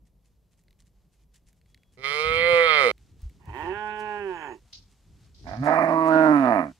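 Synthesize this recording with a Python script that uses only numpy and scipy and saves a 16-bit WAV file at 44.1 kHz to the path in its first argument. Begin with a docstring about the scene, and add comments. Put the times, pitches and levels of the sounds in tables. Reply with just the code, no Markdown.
"""Three lowing calls on a gravel road

Three animals of a herd low in turn, close by on the right of a pair of microphones; each call rises, holds and falls.
Each closing of the vocal folds rings throat resonances that move with the mouth, mixed with a puff of breath.
Hooves click (short cracks of noise) and scuff (swells of uneven grains) on gravel, a noise band rustles,
an insect sings briefly in thin wavering tones, and lumpy low noise buffets the microphones over a far rumble and hiss."""
import sys
import numpy as np
from scipy import signal
from scipy.fft import rfft, irfft, next_fast_len
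from scipy.io import wavfile
from scipy.ndimage import uniform_filter1d, map_coordinates

SR = 44100
rng = np.random.default_rng(int(sys.argv[2]) if len(sys.argv) > 2 else 0)


def wrap_up_sound(samples):
    """Save the sound to the file named by the first command line argument, as 16-bit audio."""
    columns = np.atleast_2d(samples).T
    # keep every value between -1 and 1, then stretch to whole-number steps
    tamed = np.clip(columns, -1, 1)
    steps = np.round(tamed * 32767).astype(np.int16)
    wavfile.write(sys.argv[1], SR, steps)


N = 299439
SPAN = 4096  # samples that each vocal pulse may ring


def amp(db):
    """Gain of a level in dB."""
    return 10 ** (np.asarray(db) / 20)


def unit(x):
    """x at rms 1."""
    return x / np.sqrt(np.mean(x ** 2) + 1e-20)


def along(points, hz):
    """A (f/Hz, value) table read at hz on a log frequency axis."""
    f, v = np.transpose(points)
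    return np.interp(np.log(hz + 1), np.log(f + 1), v)


def curve(rows, x=None):
    """A (position, value) table read at x, or at the time of every sample."""
    return np.interp(np.arange(N) / SR if x is None else x, *np.transpose(rows))


def wobble(rate):
    """A smooth random curve, rate knots a second."""
    knots = rng.standard_normal(int(N * rate / SR) + 4)
    return map_coordinates(knots, [np.arange(N) * rate / SR])


def filtered(x, response):
    """x times a response of frequency."""
    m = next_fast_len(N + SR // 2)
    return irfft(rfft(x, m) * response(np.fft.rfftfreq(m, 1 / SR)), m)[..., :N]


def rush(spectrum, source=None):
    """Stereo noise of rms 1, partly shared by the two microphones as from a spread-out source."""
    # left-right likeness: f/Hz, correlation
    alike = [(40, 0.929), (130, 0.885), (640, 0.77), (3100, 0.92), (15000, 0.18)]
    pair = rng.standard_normal((2, N)) if source is None else source

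    def mid_side(hz):
        turn = np.arccos(np.clip(along(alike, hz), -1, 1)) / 2
        return amp(along(spectrum, hz)) * [np.cos(turn), np.sin(turn)]

    mid, side = filtered(pair, mid_side)
    return unit(np.array([mid + side, mid - side]))


def far_air():
    """A steady far rumble and a hiss, both shaped noise."""
    # spectra of the rumble and the hiss: f/Hz, relative level/dB
    rumble = [(13, -40.5), (24, -16.5), (53, -0.5), (71, -23.5), (187, -15), (214, -25), (372, -32),
              (486, -30), (1200, -43.5), (1560, -70.5), (2640, -120)]
    hiss = [(410, -40.5), (700, -9.5), (1290, -12), (7120, -15), (8540, -16.5), (12600, -8), (15500, -19.5)]
    rumble_db, hiss_db = -64, -84
    return amp(rumble_db) * rush(rumble) + amp(hiss_db) * rush(hiss)


def buffeting():
    """Air pushing at the microphones is low noise in lumps, with stronger spells that rise and sink."""
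    # course of the buffeting before its lumps: t/s, level/dB
    course = [(0, -68), (1.9, -69.5), (2.2, -63.5), (4.5, -63), (4.8, -65.5), (6.79, -63)]
    # stronger spells before the lumps: peak t/s, level/dB, time to rise 20 dB/s
    spells = [(2.4, -44, 0.29), (3.3, -60.5, 0.5), (3.57, -45, 0.2258), (5.199, -64, 1.12),
              (5.501, -37.5, 0.1115)]
    # spectrum of the buffeting: f/Hz, relative level/dB
    gust_spectrum = [(25, -49), (40, -9), (60, -0.5), (110, -4), (200, -14.5), (400, -22.5), (800, -48.5),
                     (1600, -120)]
    fall_s = 0.25  # time to sink 20 dB
    t = np.arange(N) / SR
    gusts = sum(amp(db - 20 * np.maximum((s - t) / rise, (t - s) / fall_s)) for s, db, rise in spells)
    lumps = amp(3.6 * wobble(14))
    return (amp(curve(course)) + gusts) * lumps * rush(gust_spectrum)


def air_puffs():
    """A single puff of air swings both microphones alike, a few low cycles that soon die."""
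    # puffs: start t/s, level before an 11 dB lift and the swing's envelope/dB, f/Hz
    thumps = [(2.529, -29.5, 115.6), (3.229, -27.5, 59.52), (3.254, -24.5, 58), (3.476, -32.5, 129.9),
              (3.486, -31.5, 80), (3.494, -30, 75.4), (3.513, -34, 80)]
    out = np.zeros((2, N))
    for s, db, hz in thumps:
        cycles = np.arange(SR // 10) / SR * hz
        swing = np.sin(2 * np.pi * cycles) * cycles * np.exp(-1.8 * cycles)
        first = round(s * SR)
        out[:, first:first + len(cycles)] -= amp(db + 11.0) * swing
    return out


def far_gravel():
    """Gravel under the whole herd is noise with a slow and a quick flutter."""
    # course before the flutter: t/s, level/dB
    course = [(0, -86.5), (1.9, -81), (2.9, -71.5), (4.6, -71), (5.4, -71), (6.5, -65.5), (6.79, -71.5)]
    # spectrum of the gravel: f/Hz, relative level/dB
    gravel = [(410, -42), (700, -4), (1700, -8), (4200, -7.5), (7400, -9), (10000, -15.5), (13000, -22.5),
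              (15500, -32)]
    return amp(curve(course) + 2.1 * wobble(18) + 0.92 * wobble(300)) * rush(gravel)


def near_scuffs():
    """A hoof dragged through gravel is a swell of many grains of uneven size."""
    # drags: start t/s, level before a 4 dB cut and the swell's shape/dB
    drags = [(0.047, -59.5), (0.24, -56), (0.507, -58), (0.569, -54.5), (0.784, -53.5), (0.847, -56),
             (1.114, -56), (1.198, -57), (1.333, -45.5), (1.458, -50.5), (1.555, -61), (1.68, -56),
             (1.917, -51.5), (3.98, -43), (4.8933, -52), (5.6375, -34), (5.715, -42), (6.0552, -41.5)]
    # spectrum of a near scuff: f/Hz, relative level/dB
    grit = [(410, -42.5), (900, -18.5), (2000, -6.5), (4200, -9), (7400, -6), (10000, -9.5), (13000, -21),
            (15500, -24.5)]
    swell_s = 0.05  # time scale of one drag
    swells = 0
    for s, db in drags:
        u = np.maximum(np.arange(N) / SR - s, 0) / swell_s
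        swells = swells + amp(db - 4.0) * u * np.exp(-3 * u ** 2)
    grains = rng.standard_normal((2, N)) * amp(1.5 * wobble(40) + 4 * wobble(500))
    return swells * rush(grit, grains)


def hoof_clicks():
    """A hoof striking stone is a decaying crack of noise in the stone's colour, plus its bright edge."""
    # strikes: t/s, level before a 9 dB lift and the stone's colour/dB, gain of the bright edge/dB
    strikes = [(0.637, -68.5, -9), (0.6825, -57, -30.5), (0.708, -54, -22), (0.7285, -59, -29.5),
               (1.3512, -64.5, -24), (1.53, -58, -17.5), (1.614, -58, -35), (1.66, -58.5, -34),
               (1.7453, -43.5, -35), (1.7757, -54.5, -27.5), (1.8334, -55, -26), (2.98, -54.5, -17),
               (3.2182, -62, -5.5), (3.297, -57.5, -15), (3.456, -52.5, -15.5), (4.7300, -48, -26.5)]
    # colour of the stone: f/Hz, level/dB (held at -40 dB or above)
    stone = [(290, -61), (500, -57), (2070, 1.5), (3240, -10), (4190, -4.5), (5670, -19.5), (9790, -15),
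             (15500, -38)]
    t = np.arange(1000) / SR
    cracks, sparks = np.zeros((2, N))
    for s, db, treble_db in strikes:
        crack = amp(db + 9.0 - 60 * t / 0.012) * rng.standard_normal(len(t))  # 60 dB down in 12 ms
        first = round(s * SR)
        cracks[first:first + len(t)] += crack
        edge = crack[2:] - crack[:-2]  # a difference two samples apart
        sparks[first + 2:first + len(t)] += amp(treble_db) * edge
    grid = np.linspace(0, 1, 128)
    colour_db = np.maximum(along(stone, grid * SR / 2), -40)
    # twice the dB, since the minimum-phase step takes the square root of the response
    colour = signal.minimum_phase(signal.firwin2(255, grid, amp(2 * colour_db)))
    return signal.lfilter(colour, 1, cracks) + sparks


def rustle():
    """Short bursts of noise in one broad band, sudden to start, slower to sink."""
    # bursts: start t/s, level before the flutter/dB, time to sink 10 dB/s
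    bursts = [(4.726, -41, 0.0408), (5.24, -64, 0.02), (5.343, -59.5, 0.22), (5.47, -56.5, 0.42)]
    centre_hz, wide_hz = 4650, 1600
    t = np.arange(N) / SR
    level = 0
    for s, db, fall in bursts:
        onset = np.clip((t - s) / 0.0059, 0, 1)
        level = level + amp(db - 10 * np.maximum(t - s, 0) / fall) * onset
    noise = rng.standard_normal((2, N))
    band = filtered(noise, lambda f: np.exp(-((f - centre_hz) / wide_hz) ** 2))
    return level * amp(2.0 * wobble(150)) * unit(band)


def insects():
    """Thin tones of unsteady pitch that fade in and out."""
    # songs: start t/s, end t/s, f/Hz, waver/Hz, rms level between the fades/dB
    songs = [(1.656, 1.937, 3348, 6, -82), (4.321, 4.566, 6780, 230, -68.5)]
    out = 0
    for s0, s1, hz, width, db in songs:
        phase = 2 * np.pi * np.cumsum(hz + width * wobble(600)) / SR
        fade = curve([(s0, 0), (s0 + 0.036, 1), (s1 - .02, 1), (s1, 0)])
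        out = out + amp(db) * fade * np.sqrt(2) * np.sin(phase)
    return out


def roughness(at, pitch, clean, slack):
    """Slack folds run rougher with the square of the drop under the top pitch, and in hoarse spells."""
    # spells where the voice breaks up: start t/s, end t/s, added roughness,
    # level that every other pulse gains and the next loses/dB
    hoarse = [(3.2, 3.5, .6, 0), (3.57, 3.77, .14, 0), (4.33, 4.66, .15, 0), (5.38, 5.58, .15, 2.5),
              (5.62, 5.98, .33, 1), (5.95, 6.7, .05, .7)]
    fade_s = .06
    spells, uneven_db = sum(
        np.outer(added, np.clip(np.minimum(at - s0, s1 - at) / fade_s, 0, 1)) for s0, s1, *added in hoarse)
    rough = clean + slack * (1 - pitch / pitch.max()) ** 2 + spells
    return np.clip(rough, 0, 1), uneven_db


def throat_ring(f, at, rough, shape, tongue, throat, nose):
    """Resonances of the throat at each pulse, moved by mouth and tongue; the nose swallows narrow bands."""
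    hum = 0.44  # dB that the lowest resonance gains for each dB the upper ones lose
    when, opening, lips = np.transpose(shape)
    mouth = np.clip(np.interp(at, when, opening), 0, 1)[:, None]
    lips_db = np.interp(at, when, lips)[:, None]
    ring = 0
    for k, (hz0, hz1, narrow, db0, db1) in enumerate(throat):
        width = narrow * (1 + rough[:, None])  # folds that close badly damp the throat
        waver = uniform_filter1d(rng.standard_normal((len(at), 2)), size=15, axis=0)  # soft walls never hold still
        hz = hz0 + (hz1 - hz0) * mouth
        if k == 4:  # the tongue moves the fifth resonance
            hz = hz + curve(tongue, at)[:, None]
        hz = hz * (1 + .03 * waver[:, :1])
        db = db0 + (db1 - db0) * mouth + 6.12 * waver[:, 1:]
        if k == 0:
            db = db - hum * np.minimum(lips_db, 0)
        if k > 1:
            db = db + lips_db
        soak = 1 / (1 + 1j * f / (2 * hz)) ** 2  # the walls soak up what lies far above each resonance
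        band = 1j * f * width / (hz * hz - f * f + 1j * f * width)
        ring = ring + (-1) ** k * amp(db) * band * soak
    for hz, width, db in nose:
        gap = hz * hz - f * f
        ring = ring * (gap + 1j * f * width * amp(db)) / (gap + 1j * f * width)
    return ring


def breathy_folds(f, period, rough, breath_db):
    """A puff of breath lasts about one cycle; it gains on the pulse in the treble and in rough voice."""
    age = np.arange(SPAN // 4) / SR / period[:, None]  # in cycles
    puffs = rng.standard_normal((2, *age.shape)) * np.exp(-.4 * age) * (age < 1.2)
    puff, other = rfft(puffs / np.linalg.norm(puffs, axis=2, keepdims=True), SPAN)
    breath = amp(breath_db) * (f / 3000) ** 2
    share = np.clip(1.1 * rough[:, None] * (f / 600) ** .6 + breath, 0, 1)
    apart = np.clip(f / 7000, 0, 1)  # the shaded left side hears treble breath scattered by another path
    puffs = np.array([np.sqrt(1 - apart ** 2) * puff + apart * other, puff])
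    return np.sqrt(1 - share ** 2) + share * puffs


def echoes():
    """The road and the flanks of the herd answer within hundredths of a second, differently left and right."""
    tail = rng.standard_normal((2, SPAN // 2)) * amp(-60 * np.arange(SPAN // 2) / SR / .04)  # 60 dB down in 40 ms
    return 1 + amp(-14) * rfft(tail / np.linalg.norm(tail[0]), SPAN)


def low(call, shape, tongue, cords, throat, nose, lead, breath_db):
    """Each closing of the vocal folds, with its puff of breath, rings the throat as shaped at that moment."""
    # the body between the microphones shades the left one: f/Hz, left-right level/dB
    shade_db = [(60, 1), (180, -5), (550, -6.5), (1650, -13), (4970, -14.5), (15000, -9)]
    spread_s_per_hz = 5e-7  # the treble of each pulse leaves a little later
    s, pitch, level = np.transpose(call)
    t = np.arange(s[0], s[-1], 1 / SR)
    cycles = np.cumsum(uniform_filter1d(np.interp(t, s, pitch), size=1500)) / SR
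    at = np.interp(np.arange(1, int(cycles[-1]) + 1), cycles, t)  # one closing a cycle
    period = 1 / np.interp(at, s, pitch)
    rough, uneven_db = roughness(at, 1 / period, *cords)
    # neighbouring cycles err alike, in time and in level
    luck = 1.188 * uniform_filter1d(rng.standard_normal((len(at), 2)), size=2, axis=0)
    at = at + .12 * rough * period * luck[:, 0]

    f = np.fft.rfftfreq(SPAN, 1 / SR) + 1e-3
    ring = throat_ring(f, at, rough, shape, tongue, throat, nose)
    folds = breathy_folds(f, period, rough, breath_db)
    energy = np.sqrt(np.mean(abs(ring) ** 2, 1).mean() / (period * SR))
    pulse_db = np.interp(at, s, level) + 3 * rough * luck[:, 1] + uneven_db * (-1) ** np.arange(len(at))
    size = amp(pulse_db) / energy

    start = np.floor(at * SR).astype(int) - 64  # room ahead of each pulse
    delay = (at - start / SR)[:, None] + spread_s_per_hz * f / 2
    ring = ring * size[:, None] * np.exp(-2j * np.pi * f * delay)
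    shade = amp(along(shade_db, f)) * np.exp(1j * curve(lead, f))
    echo = echoes()
    where = (start[:, None] + np.arange(SPAN)).ravel()
    sides = []
    for path in (shade * echo[0] * folds[0], echo[1] * folds[1]):
        pulses = irfft(1.393 * ring * path, SPAN)
        sides.append(np.bincount(where, pulses.ravel(), N + SPAN)[:N])
    return np.array(sides) * np.clip((s[-1] - np.arange(N) / SR) / .002, 0, 1)  # 2 ms fade at the end


def herd():
    """Three voices, each with its own throat, nose and folds, calling in turn."""
    # calls: t/s, pitch f/Hz, level before a fixed gain and the cycles' errors/dB
    first_call = [(1.965, 121.9, -46), (1.991, 129.2, -35), (2.025, 134.6, -39), (2.044, 137.1, -30),
                  (2.24, 157.1, -27), (2.491, 173, -21), (2.648, 165.4, -18.5), (2.792, 144.1, -15),
                  (2.842, 128.4, -15.5), (2.916, 96.35, -20.5)]
    second_call = [(3.38, 79.53, -75.5), (3.465, 94.79, -61), (3.49, 101.3, -48.5), (3.525, 104.8, -50.5),
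                   (3.555, 123.9, -43), (3.594, 146.9, -39), (3.694, 183.1, -33), (3.754, 207.5, -32.5),
                   (3.82, 211.4, -32), (4.05, 211.6, -29), (4.19, 205.7, -29), (4.259, 195.7, -30),
                   (4.45, 146.6, -36), (4.53, 111.4, -39.5), (4.599, 93.6, -68)]
    third_call = [(5.43, 76.21, -66), (5.469, 84.49, -37.5), (5.554, 105.9, -29.5), (5.616, 138.7, -21.5),
                  (5.68, 152.9, -21), (5.791, 164, -21), (5.938, 162.2, -22), (6.24, 157.7, -19),
                  (6.33, 149, -17.5), (6.41, 134.6, -17), (6.498, 119.2, -17), (6.63, 77.96, -24),
                  (6.725, 59.96, -43)]
    # mouth in each call: t/s, opening (0-1), level of the third and higher resonances/dB
    mouths = [
        [(2.0, .1, -15), (2.04, 0.21, 5), (2.45, 0.94, 2), (2.78, 0.86, -1), (2.92, 0.44, -6)],
        [(3.4, 0, 11), (3.52, 0, 6), (3.54, 0, 11.5), (3.64, .15, 5), (3.7, 0.31, 1), (3.77, 0.8, 3.5),
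         (4.25, 0.58, -3), (4.45, 0.5, 4), (4.59, 0, -7.5)],
        [(5.45, 0, -4), (5.54, 0, -5), (5.565, 0, -15), (5.612, 0.12, -25.5), (5.63, 0.4, -8),
         (5.655, .35, -6.5), (5.668, 0.38, 1), (5.8, 0.46, 2), (5.87, 0.52, 0.5), (5.97, 0.98, 0.5),
         (6.25, 0.9, 1.5), (6.4, 0.65, -4.5), (6.6, 0.45, 1.05), (6.72, 0.42, -16.5)],
    ]
    # tongue in each call: t/s, shift of the fifth resonance f/Hz
    tongues = [
        [(2, 0.0014)],
        [(3.4, 0)],
        [(5.7, -130), (5.93, -290), (6.065, -290), (6.12, 8.5), (6.3, -41), (6.46, -180), (6.7, -150)],
    ]
    # folds of each voice: roughness at the top pitch (0-1), added roughness as the pitch sinks to nothing
    cords = [(.04, .3), (.04, .75), (.08, .5)]
    # throat resonances before the walls waver: f narrow mouth/Hz, f open mouth/Hz,
    # width in clean voice/Hz, level narrow/dB, level open/dB
    throats = [
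        [(150.7, 205, 130, -23, -35.5), (435.25, 513, 19.97, 4.5, 1.5), (1274.6, 1263, 52.35, -2, -3.5),
         (2023.6, 2066.6, 82.9, -4.5, -2), (2270, 2346.5, 156, -6, -5.5), (3068, 3160, 117, -10.5, -10.5),
         (3597, 3694, 46, -12.5, -14.5), (4071, 4140, 110, -14.5, -20), (5120, 4780, 600, -20.5, -34.5),
         (10400, 8950, 1500, -42, -45), (14026, 52000, 1100, -50, -48.5)],
        [(187, 364, 230, -23.5, -10), (361.3, 408.5, 26.5, 10.5, 1), (926.6, 838.1, 67.8, 2, -0.5),
         (1904, 1467, 117.6, -11.5, -1), (2629.3, 2626, 110, -12, -17.5), (3040, 2940, 110, -20, -19.5),
         (3346, 3400, 400, -29.5, -33), (6680, 2000, 4000, -44, -44), (13490, 38000, 690, -47.5, -45)],
        [(137, 198.3, 74, -16, -16.5), (258.1, 290.3, 27.45, -8, 8.5), (696.5, 647.8, 47.4, 4.5, -4),
         (1105.3, 980.3, 55.3, -12, -5), (1401.7, 1422, 57.3, -9.5, -5), (1720, 1950, 182.6, -10.5, -24),
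         (2288, 2453, 177.6, -16.5, -29.5), (4600, 4200, 1400, -57, -51.5), (10140, 10020, 370, -48.5, -51.5)],
    ]
    # the nose as a side branch swallows narrow bands: f/Hz, width/Hz, depth/dB
    noses = [
        [(290.1, 100, -17), (2937, 210, -27.5)],
        [(519, 346, -6.5), (1267, 180, -16.5)],
        [(425.5, 230, -10), (3250, 400, -15.5)],
    ]
    # phase by which the left leads: f/Hz, phase/rad
    leads = [
        [(0, 0.446), (1400, 1.14), (2400, -2.5), (3300, -0.8), (5300, -3)],
        [(0, -0.5), (1700, -0.5), (2330, 5), (3360, 0.8), (5000, 2.5)],
        [(0, 0), (1290, 1.3825), (1550, 7.5), (2000, 1.5), (5000, 13)],
    ]
    breaths_db = (-24, -22, -16)  # breath share of clean voice at 3 kHz
    calls = (first_call, second_call, third_call)
    voices = zip(calls, mouths, tongues, cords, throats, noses, leads, breaths_db)
    return sum(low(*voice) for voice in voices)


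def scene():
    """All sources at the two microphones, from the far air to the close calls."""
    air = far_air() + buffeting() + air_puffs()
    hooves = far_gravel() + near_scuffs() + hoof_clicks()
    return air + hooves + rustle() + insects() + herd()


def record(dry):
    """The whole scene is low-passed: nothing sounds above top_hz."""
    top_hz = 15700
    return filtered(dry, lambda hz: hz < top_hz)


dry = scene()
out = record(dry)
wrap_up_sound(out)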